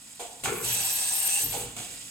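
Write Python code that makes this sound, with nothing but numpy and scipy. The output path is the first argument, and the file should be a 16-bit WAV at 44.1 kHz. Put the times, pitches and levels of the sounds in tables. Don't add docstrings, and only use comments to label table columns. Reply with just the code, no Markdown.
import sys
import numpy as np
from scipy import signal
from scipy.fft import rfft, irfft
from scipy.io import wavfile

SR = 44100
rng = np.random.default_rng(int(sys.argv[2]) if len(sys.argv) > 2 else 0)


def boost_factor(decibels):
    exponent = np.asarray(decibels, float) / 20
    return 10 ** exponent


def persist_wave(psi):
    counts = np.round(np.clip(psi, -1, 1) * 32767).astype(np.int16)
    wavfile.write(sys.argv[1], SR, np.atleast_2d(counts).T)


N = 92610
T, HZ = np.arange(N) / SR, np.arange(N // 2 + 1) * SR / N

# start_s, level_db, extra_db above SPLIT_HZ, bore_hz, bore_level_db
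BLAST = [(.5,-52,12,8320,-133),(.6,-53,16,8520,-53),(.65,-33,4.5,8300,-46),(.8,-29,-2,8340,-35.5),(.95,-32,1.5,8460,-39),(1.1,-31.5,2.5,8450,-32.5),(1.17,-32.5,3.5,8660,-31),(1.3,-30,-0.5,8610,-27.5),(1.42,-31.5,5,8490,-31.5),(1.45,-35,4.5,8750,-43),(1.5,-34.5,-3,8880,-46),(1.6,-43,10,8480,-53),(1.65,-43,3,8560,-53),(1.74,-76,-31,8580,-75)]
BLAST_COLOUR = [(180,-23),(300,-24.5),(620,-15.5),(900,-15),(1250,-15),(1700,-14.5),(2200,-11),(2700,-10),(4000,-7),(5250,-11.5),(6200,-12),(7000,-9),(7700,-1.5),(8600,-3),(9200,-14),(10200,-6),(11200,-13.5),(13500,-14.5),(15900,-13.5)]
SPLIT_HZ, BORE_WIDTH_HZ, BORE_LEFT_DB = 8200, 174, 4.5
# pitch_hz, width_hz, level_db (at the blast's mean level)
TAPER = [(770,65,-56),(960,200,-59),(1691,76,-57.5),(2700,240,-50),(5974,750,-45)]
TAPER_WANDER = 0.025
TOOL_OUT_S, TOOL_IN_S, TAPER_FADE_S = 0.535, 1.45, 0.11

# start_s, pitch_hz
WHISTLE_PITCH = [(.53,12380),(.61,12480),(.68,12580),(.87,12645),(1.05,12720),(1.3,12725),(1.38,12760),(1.45,12610),(1.5,12630),(1.64,12590)]
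# start_s, level_db
WHISTLE_LEVEL = [(.52,-62),(.58,-46),(.7,-38.5),(.75,-35.5),(.8,-41),(.88,-35),(.99,-39),(1.05,-47),(1.15,-37),(1.24,-35.5),(1.37,-44.5),(1.42,-31.5),(1.47,-28),(1.5,-31.5),(1.56,-47),(1.61,-48),(1.65,-70)]
WHISTLE_WIDTH_HZ, WHISTLE_LEFT_DB = 82, 10
WHISTLE_FLICKER_DB, WHISTLE_FLICKER_HZ = 3.5, 18.0
# start_s, length_s, pitch_hz, width_hz, level_db
SQUEALS = [(0.652,0.12,3100,890,-36),(1.322,0.086,2700,198,-34.5),(1.417,0.02,6170,120,-31)]

# start_s, level_db (before the enclosure mix), rattle_t60_s, contact_centre_hz, width_octaves
CLUNKS = [(.196,-42,0.87,680,0.57),(0.437,-47.5,0.96,171,0.39),(.45,-41.5,0.13,885,0.18),(.458,-33.5,0.76,1554,0.94),(.472,-36.5,0.3,450,0.6),(.492,-45.5,0.02,430,0.46),(.517,-33.5,0.15,370,0.3),(0.575,-38.5,0.6,392,0.39),(0.628,-44.5,1,148,0.96),(1.401,-49.5,1.6,450,0.68),(1.445,-49,0.51,125,0.4),(1.543,-39.5,0.49,516,0.67),(1.537,-39,0.42,824,0.18),(1.764,-51.5,0.87,600,0.46),(1.764,-50,0.18,182,0.49),(1.805,-51,0.041,1600,2)]
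# pitch_hz, level_db (relative, before scatter), t60_s
FRAME = [(120,2,0.61),(156,-0.5,0.11),(202,-18,0.083),(335,-11,0.083),(361,-2,0.18),(401.5,2,0.31),(416.2,4.5,0.15),(434,6,0.11),(480,1.5,0.13),(549,7.5,0.096),(600,5,0.059),(705,12,0.035),(819.5,5.5,0.098),(881,8.5,0.07),(957,0,0.07),(1133,7.5,0.017),(1417,9,0.012),(1650,9,0.0062),(2287,18.5,0.0069),(3240,20,0.011)]
RATTLE_PER_S, MODE_SCATTER_DB = 500, 2
FIRST_BLOW = 4
ENCLOSURE_T60_S, ENCLOSURE_DB, DIRECT_DB = 0.2, -2, -4

# start_s, level_db, attack_s, t60_s
PUFFS = [(0.193,-36.5,0.0074,0.51),(0.436,-29.5,0.0011,0.66),(0.444,-39,0.013,0.15),(1.516,-32.5,0.017,1),(1.763,-38.5,0.0032,0.13),(1.771,-40,0.02,0.68),(1.9,-49,0.0097,0.35)]
PUFF_COLOUR = [(150,-26),(500,-8),(900,-15),(1500,-11.5),(1850,-18),(2300,-11),(3200,-9),(5350,-18.5),(6800,-10.5),(7860,-5),(9000,-11.5),(10800,-19),(16000,-25)]
# start_s, level_db
RUMBLE = [(0.0, -62), (0.02, -68), (0.41, -60.5), (0.44, -46), (0.48, -40.5), (0.61, -52), (0.64, -52),
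          (0.76, -48.5), (0.79, -56), (1.01, -58.5), (1.4, -60.5), (1.46, -44), (1.5, -46), (1.75, -50),
          (2.1, -60)]
RUMBLE_COLOUR = [(12, -65), (20, -35), (38, -5.5), (86, -10), (113, -4), (209, -9.5), (231, -10), (300, -9),
                 (390, -32), (660, -120)]
# start_s, level_db
LEAK = [(0,-47),(.42,-47),(1.74,-53),(1.8,-41.5),(2.1,-41.5)]
LEAK_COLOUR = [(530, -68), (900, -39), (1700, -17), (1990, -13), (2140, -20), (2270, -14), (2470, -11.5),
               (4250, -12.5), (6250, -14.5), (7580, -5.5), (8550, -5), (9310, -12.5), (16000, -26.5)]
SHOP_COLOUR = [(15,-47),(30,-18),(110,-29),(190,3),(300,-1),(340,-10.5),(900,-6.5),(1400,-9),(2500,-21.5),(3500,-38)]
SHOP_DB = -61

# pitch_hz, likeness (0 to 1)
LIKENESS = [(30,0.94),(120,1),(250,0.87),(500,0.77),(1000,0.29),(1500,0.12),(2500,0.78),(4000,0.31),(7500,0.84),(9500,0.68),(12000,0.23),(15000,0.2)]
# pitch_hz, left_minus_right_db
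LEFT_DB = [(60, -0.5), (130, 0), (290, -1.5), (640, -1.5), (1410, -1.5), (3100, -3.5), (6820, -5),
           (15000, 7.5)]
# pitch_hz, lead_radians
LEFT_LEADS = [(100,0),(780,-0.11),(1500,1.74),(2500,1.27),(4000,2),(5400,9),(7000,5.5),(16000,9)]
RIPPLE_DB, RIPPLE_HZ = 2.2, 40
CUTOFF_HZ = 15900


def blast():
    level_db, top_db, bore_hz, bore_db = in_time(BLAST)
    on = (T > BLAST[0][0]) & (T < BLAST[-1][0])
    jet = flickering(BLAST_COLOUR, flicker_db=1.2, rate=35.0)
    top = signal.sosfilt(signal.butter(4, SPLIT_HZ, "high", fs=SR, output="sos"), jet)
    low = signal.sosfilt(signal.butter(4, SPLIT_HZ, "low", fs=SR, output="sos"), jet)
    taper = np.zeros((2, N))
    for hz, width_hz, db in TAPER:
        level = boost_factor(db - level_db[on].mean() + 1.97 * drift(27.0))
        taper += level * moving_band(hz * (1 + TAPER_WANDER * drift(4.0)), width_hz)
    taper *= np.clip(np.minimum(T - TOOL_OUT_S, TOOL_IN_S - T) / TAPER_FADE_S + 1, 0, 1)
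    bore = boost_factor(bore_db + 2.0 * drift(26.0)) * moving_band(bore_hz, BORE_WIDTH_HZ)
    bore *= boost_factor(np.array([[BORE_LEFT_DB / 2], [-BORE_LEFT_DB / 2]]))
    return on * (boost_factor(level_db) * (low + boost_factor(top_db) * top + taper) + bore)


def whistle():
    (hz,), (db,) = in_time(WHISTLE_PITCH), in_time(WHISTLE_LEVEL)
    one, other = moving_band(hz, WHISTLE_WIDTH_HZ)
    one = one / np.sqrt(np.abs(signal.hilbert(one)) + 0.29)
    left = unit(one) * boost_factor(WHISTLE_LEFT_DB / 2)
    right = (unit(one) + 1.06 * unit(other)) * boost_factor(-WHISTLE_LEFT_DB / 2)
    on = (T > WHISTLE_LEVEL[0][0]) & (T < WHISTLE_LEVEL[-1][0])
    flicker_db = WHISTLE_FLICKER_DB * np.minimum(drift(WHISTLE_FLICKER_HZ), 1)
    return np.array([left, right]) * boost_factor(db + flicker_db) * on


def squeals():
    out = np.zeros((2, N))
    for s, length, hz, width_hz, db in SQUEALS:
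        envelope = np.sin(np.pi * np.clip((T - s) / length, 0, 1))
        out += boost_factor(db) * envelope * steady(peak(hz, width_hz))
    return out


def clunks():
    sizes = boost_factor(3 * np.minimum(rng.exponential(1, N), 2)) * rng.choice([-1, 1], N)
    contacts = sizes * (rng.random(N) < RATTLE_PER_S / SR)
    scatter_db = MODE_SCATTER_DB * rng.standard_normal((len(CLUNKS), len(FRAME)))
    direct = np.zeros(N)
    for (s, db, rattle_t60, centre_hz, width), scatter in zip(CLUNKS, scatter_db):
        i = int(s * SR)
        ring = np.zeros(N)
        for (hz, mode_db, t60), extra_db in zip(FRAME, scatter):
            off_centre_db = 11.5 * (np.log2(hz / centre_hz) / width) ** 2
            ring += boost_factor(mode_db + extra_db - off_centre_db) * dying(t60) * np.sin(2 * np.pi * hz * T)
        rattle = (np.roll(contacts, -i) + FIRST_BLOW * (T == 0)) * dying(rattle_t60)
        blow = signal.fftconvolve(rattle, ring)[:N - i]
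        edges_hz = centre_hz * 2.0 ** np.array([-width, width])
        blow = signal.sosfilt(signal.butter(2, edges_hz, "band", fs=SR, output="sos"), blow)
        direct[i:] += boost_factor(db) * blow / np.sqrt(np.mean(blow[:SR // 10] ** 2))
    echo = unit(steady(np.ones_like) * dying(ENCLOSURE_T60_S)) / np.sqrt(N)
    echoed = signal.fftconvolve(direct[None], echo, axes=-1)[:, :N]
    return boost_factor(DIRECT_DB) * direct + boost_factor(ENCLOSURE_DB) * echoed


def puffs():
    shape = np.zeros(N)
    for s, db, rise, t60 in PUFFS:
        fall_db = 60 * np.clip(T - s - rise, 0, None) / t60
        shape += boost_factor(db - fall_db) * np.clip((T - s) / rise, 0, 1)
    return shape * flickering(PUFF_COLOUR, flicker_db=0.6, rate=30.0)


def rumble():
    (db,) = in_time(RUMBLE)
    return boost_factor(db) * steady(coloured(RUMBLE_COLOUR))


def leak():
    (db,) = in_time(LEAK)
    return boost_factor(db) * flickering(LEAK_COLOUR, flicker_db=1.3, rate=45.0)


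def shop():
    return boost_factor(SHOP_DB) * steady(coloured(SHOP_COLOUR))


def flickering(table, flicker_db, rate):
    pair, shared = hiss(coloured(table)) * ripple(), drift(rate)
    step = 2 * np.log2((HZ + 1) / 1000)
    out = np.zeros((2, N))
    for share in np.eye(9):
        band = irfft(pair * np.interp(step, np.arange(len(share)), share), N)
        out += band * boost_factor(flicker_db * (0.53 * shared + drift(rate)))
    return unit(out)


def moving_band(centre_hz, width_hz):
    start = centre_hz.mean()
    band = signal.hilbert(steady(peak(start, width_hz)))
    return np.real(band * np.exp(2j * np.pi * np.cumsum(centre_hz - start) / SR))


def steady(gain):
    return unit(irfft(hiss(gain), N))


def hiss(gain):
    mid, side = rfft(rng.standard_normal((2, N)))
    alike = np.clip(at_hz(LIKENESS, HZ), 0, 1)
    pair = np.sqrt(1 + alike) * mid + np.sqrt(1 - alike) * side * [[1], [-1]]
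    half = boost_factor(at_hz(LEFT_DB, HZ) / 2) * np.exp(0.5j * at_hz(LEFT_LEADS, HZ))
    return gain(HZ) * pair * [half, 1 / half]


def ripple():
    hz = np.arange(0, SR / 2 + 20, 10.0)
    bump = np.exp(-((hz - 500) / RIPPLE_HZ) ** 2)
    wavy = signal.fftconvolve(rng.standard_normal(len(hz)), bump, "full")[50:50 + len(hz)]
    return boost_factor(RIPPLE_DB * np.interp(HZ, hz, unit(wavy)))


def coloured(table):
    return lambda hz: boost_factor(at_hz(table, hz))


def peak(centre_hz, width_hz):
    return lambda hz: 1 / (1 + (2 * (hz - centre_hz) / width_hz) ** 2)


def at_hz(points, hz):
    point_hz, value = np.transpose(points)
    return np.interp(np.log(hz + 1), np.log(point_hz), value)


def in_time(rows):
    s, *columns = np.transpose(rows)
    return [np.interp(T, s, column) for column in columns]


def drift(rate):
    r = np.exp(-2 * np.pi * rate / SR)
    slow = signal.lfilter([1], [1, -2 * r, r * r], rng.standard_normal(N + SR))
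    return unit(slow[SR:])


def dying(t60):
    return boost_factor(-60 * T / t60)


def unit(x):
    return x / np.sqrt(np.mean(x ** 2) + 1e-20)


def scene():
    return blast() + whistle() + squeals() + clunks() + puffs() + rumble() + leak() + shop()


def low_pass(x):
    return signal.sosfilt(signal.butter(12, 16910, fs=SR, output="sos"), x)


def record(dry):
    cut = irfft(rfft(dry) * (HZ < CUTOFF_HZ), N)
    return low_pass(cut)


dry = scene()
out = record(dry)
persist_wave(out)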